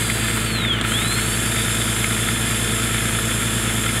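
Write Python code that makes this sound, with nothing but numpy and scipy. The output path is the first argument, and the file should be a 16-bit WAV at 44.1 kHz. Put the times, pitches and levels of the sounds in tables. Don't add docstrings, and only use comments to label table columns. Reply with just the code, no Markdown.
import sys
import numpy as np
from scipy import signal
from scipy.fft import rfft, irfft
from scipy.io import wavfile

SR = 44100
rng = np.random.default_rng(int(sys.argv[2]) if len(sys.argv) > 2 else 0)


def master_out(mix):
    frames = np.transpose(np.atleast_2d(mix))
    ceiling = np.clip(frames, -1, 1)
    pcm = np.round(ceiling * 32767).astype(np.int16)
    wavfile.write(sys.argv[1], SR, pcm)


N = 176400
T = np.arange(N) / SR
FREQS = np.fft.rfftfreq(N, 1 / SR)


def amp(db):
    return 10 ** (np.asarray(db) / 20)


def unit(x):
    return x / np.sqrt(np.mean(x ** 2) + 1e-20)


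def curve(table, column=1):
    rows = np.array(table)
    return np.interp(T, rows[:, 0], rows[:, column])


def colour(x, spectrum):
    hz, db = np.transpose(spectrum)
    gain_db = np.interp(np.log(FREQS + 1), np.log(hz + 1), np.maximum(db, -100))
    cepstrum = irfft(np.log(amp(gain_db)), N)
    cepstrum[1:N // 2] *= 2
    cepstrum[N // 2 + 1:] = 0
    return irfft(rfft(x) * np.exp(rfft(cepstrum)), N)


def noise(spectrum):
    return unit(colour(rng.standard_normal(N), spectrum))


def drift(rate_hz):
    return unit(irfft(rfft(rng.standard_normal(N)) * np.exp(-(FREQS / rate_hz) ** 2), N))


def tone(turns, db):
    return np.sqrt(2) * amp(db) * np.sin(2 * np.pi * turns)


def decay(start_s, db, decay_s):
    return amp(db) * (T > start_s) * np.exp(-abs(T - start_s) / decay_s)


def bursts(envelope, spectrum):
    ring = colour(signal.unit_impulse(N), spectrum)
    return colour(envelope * rng.standard_normal(N), spectrum) / np.linalg.norm(ring)


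def basin(x, t60_s=0.14, tail_db=-8.5):
    t = T[:SR // 4]
    tail = rng.standard_normal(len(t)) * np.exp(-np.log(1000) * t / t60_s)
    return x + amp(tail_db) * signal.fftconvolve(x, tail / np.linalg.norm(tail))[:N]


# multiple of the shaft rate, level/dB
SHAFT_TONES = [(2, -32.5), (3, -48), (4, -28.5), (5, -41.5), (6, -43.5), (7, -50.5), (8, -34), (9, -40),
               (10, -47.5), (11, -44.5), (12, -38.5), (13, -44), (14, -59.5), (16, -45), (17, -48.5),
               (19, -52), (22, -51.5), (24, -46.5)]
# f/Hz, level/dB
CASING_TONES = [(175, -38), (213.3, -43.5), (239.8, -41), (450.8, -61)]
# f/Hz, relative level/dB
EXHAUST_SPECTRUM = [(15, -22), (45, -2), (80, -18), (130, -2), (230, 2), (320, -9.5), (400, -2),
                    (480, -2.5), (570, -8.5), (660, -6), (800, -8.5), (1150, -7), (1600, -3.5), (4000, -38)]


def pump(shaft_hz=27.578, mains_hz=119.93, stroke_s=.016, puff_s=.0092):
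    turns = shaft_hz * (T - stroke_s)
    chug = np.zeros(N)
    for order, db in SHAFT_TONES:
        scatter = 1.33 * np.log(order / 2) * rng.standard_normal() / (4 * np.pi)
        chug += tone(round(order) * turns + scatter, db)
    hum = tone(mains_hz * (T - .00033), db=-35)
    casing = sum(tone(hz * T + rng.random(), db) for hz, db in CASING_TONES)
    puffs = unit(1 + 0.2 * np.cos(2 * np.pi * 2 * shaft_hz * (T - puff_s)))
    return chug + hum + casing + amp(-31) * puffs * noise(EXHAUST_SPECTRUM)


# f/Hz, relative level/dB
DRAUGHT_SPECTRUM = [(500, -25), (1150, -12), (1330, 3), (1560, -10), (1770, 4), (1970, -4.5), (2110, 0),
                    (2310, -7), (2480, 1), (2620, -6), (2770, 1.5), (2880, -1), (3060, 0), (3230, 0.5),
                    (3480, 3), (3750, -8.5), (4400, -14), (5700, -26.5), (7300, -14), (9000, -18.5),
                    (11000, -19.5), (13000, -30), (15700, -40)]
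# f/Hz, relative level/dB
DROP_SPECTRUM = [(400, -34.5), (1130, -17), (1330, 4.5), (1550, -5.5), (1780, -0.5), (1960, -4),
                 (2120, 1.5), (2320, -2), (2470, -4), (2750, -12.5), (3450, -8), (4200, -19), (6000, -32.5),
                 (12000, -32)]
# t/s, level/dB
LARGE_DROPS = [(0.099, -15), (.283, -16), (0.504, -23), (0.65, -19), (0.848, -16), (.919, -16.5),
               (1.017, -17.5), (1.124, -20), (1.65, -17), (1.682, -16.5), (1.856, -23), (1.875, -21),
               (1.963, -16.5), (2.0427, -10), (2.287, -14.5), (2.981, -17), (3.055, -15.5), (3.093, -16),
               (3.187, -17.5), (3.422, -16.5), (3.697, -22), (3.793, -22), (3.862, -15.5), (3.89, -15)]


def suction(drops_per_s=300, spread_db=5, clump_db=1.0, flicker_db=1.22):
    surge = drift(rate_hz=71)
    size_db = spread_db * np.minimum(rng.exponential(1, N), 2) + clump_db * np.minimum(surge, 2)
    drops = amp(size_db) * rng.choice([-1, 1], N) * (rng.random(N) < drops_per_s / SR)
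    slurp = amp(-32.5) * unit(colour(drops, DROP_SPECTRUM))
    gulps = bursts(sum(decay(s, db, decay_s=.0035) for s, db in LARGE_DROPS), DROP_SPECTRUM)
    draught = amp(-28.5 + flicker_db * surge) * unit(basin(noise(DRAUGHT_SPECTRUM)))
    return slurp + gulps + draught


def bubble(at_s=.376, hz=1120, width_s=.012):
    ring = noise([(hz / 2, -40), (hz * 0.84, -9), (hz, 0), (hz * 1.26, -8), (hz * 2, -35)])
    return ring * amp(-27) * np.exp(-((T - at_s) / width_s) ** 2)


# f/Hz, relative level/dB
SPIT_SPECTRUM = [(200, -2), (1000, -9), (1600, 0), (2500, -4), (3500, 8), (4400, -8), (6000, -24),
                 (6900, -13), (7500, -3), (9500, -4), (10400, -17), (12000, -26), (15000, -38)]


def valve():
    return bursts(decay(start_s=.8115, db=-15, decay_s=.0042), SPIT_SPECTRUM)


# t/s, level/dB, f/Hz
NOZZLE_WHISTLE = [(0, -61, 3450), (1.42, -73, 3700), (1.52, -34, 3600), (1.8, -33, 3536),
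                  (1.95, -37.5, 3473), (4, -40.5, 3446)]


def whistle(width_hz=170):
    turns = np.cumsum(curve(NOZZLE_WHISTLE, column=2)) / SR
    fuzz = drift(width_hz) + 1j * drift(width_hz)
    return amp(curve(NOZZLE_WHISTLE)) * (fuzz * np.exp(2j * np.pi * turns)).real


def wetness(start_s=0.95, rise_s=0.49):
    return np.clip((T - start_s) / rise_s, 0, 1)


# t/s, level/dB
HISS_LEVEL = [(0, -27), (.42, -28.5), (.56, -34), (.64, -38), (.81, -53), (.84, -36), (.89, -27.5),
              (.935, -28), (.96, -29), (1.16, -27), (1.6, -26.5), (4, -27.5)]
# f/Hz, relative level/dB
AIR_SPECTRUM = [(2900, -28), (3700, -14), (4050, -3.5), (4600, -17), (5150, -11), (5600, -19),
                (6100, -19.5), (6650, -5.5), (7000, -13.5), (7400, 1.5), (7650, 2.5), (8250, -10),
                (8650, 1.5), (9150, -2.5), (9500, -8), (10100, -5.5), (10330, -8), (10620, 0.5),
                (11100, -9.5), (11500, -6.5), (12250, -19), (12800, -11), (13700, -20), (14900, -21),
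                (15700, -28)]
# f/Hz, relative level/dB
SPRAY_SPECTRUM = [(2900, -38), (3250, -9), (3440, -20), (3700, -9), (4300, -15), (4850, -24), (5120, -6.5),
                  (5350, -14.5), (5800, -17.5), (6250, -16), (6640, -6), (7000, -10.5), (7270, 0),
                  (7550, 2), (7900, -8), (8160, -10), (8500, -2.5), (8750, -5), (9100, -3), (9490, -0.5),
                  (9640, -14), (9880, -4), (10080, -3), (10550, 0), (10780, -8), (11100, -14.5),
                  (11350, -5), (11850, -15.5), (12400, -16), (12800, -18), (13020, -14), (13400, -19),
                  (15000, -20.5), (15700, -43)]


def jet(flicker_db=0.56):
    wet = wetness()
    hiss = np.sqrt(1 - wet) * noise(AIR_SPECTRUM) + np.sqrt(wet) * noise(SPRAY_SPECTRUM)
    return unit(basin(hiss)) * amp(curve(HISS_LEVEL) + flicker_db * drift(rate_hz=99))


# t/s, f/Hz, level/dB
ROTOR_RUN = [(0, 4725, -43), (.25, 4718, -39.5), (.41, 4700, -44), (.48, 4525, -39), (.545, 4240, -32),
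             (.62, 3806, -29), (.695, 3390, -24), (.713, 3290, -16.5), (.745, 3120, -28), (.79, 2870, -36),
             (.87, 2800, -44), (.92, 3090, -29), (.958, 3350, -21.5), (1.0, 3610, -33), (1.06, 3917, -30),
             (1.16, 4248, -33), (1.32, 4550, -43), (1.5, 4675, -44), (1.78, 4738, -43), (2.0, 4745, -50),
             (2.6, 4738, -45), (3.12, 4665, -54), (3.55, 4738, -46), (4, 4690, -51)]
# multiple of the speed, level/dB at top speed before roll-off, wander share
ROTOR_TONES = [(2, -49, .004), (2.1, -47, .005), (3, -47, .004), (3.2, -43.5, .004)]


def turbine(rotor_wander=.0016, rolloff_hz=11600):
    speed_hz = curve(ROTOR_RUN)
    flutter_db = 1.1 + 2.0 * wetness()
    speed_db = 20 * 2.6 * np.log10(speed_hz / speed_hz.max())
    partials = [(1, curve(ROTOR_RUN, column=2), rotor_wander)]
    partials += [(multiple, db + speed_db, wander) for multiple, db, wander in ROTOR_TONES]
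    whine = np.zeros(N)
    for multiple, db, wander in partials:
        hz = multiple * speed_hz * (1 + wander * drift(rate_hz=70.6))
        waver_db = flutter_db * drift(rate_hz=14)
        whine += tone(np.cumsum(hz) / SR, db + waver_db) / (1 + (hz / rolloff_hz) ** 12)
    return whine


def scene():
    return (pump() + turbine() + jet() + valve() + suction() + bubble() + whistle())[None]


def record(dry, edge_hz=15750):
    lowpass = signal.firwin(511, edge_hz, window=("kaiser", 9), fs=SR)
    return signal.oaconvolve(dry, lowpass[None], "same")


dry = scene()
out = record(dry)
master_out(out)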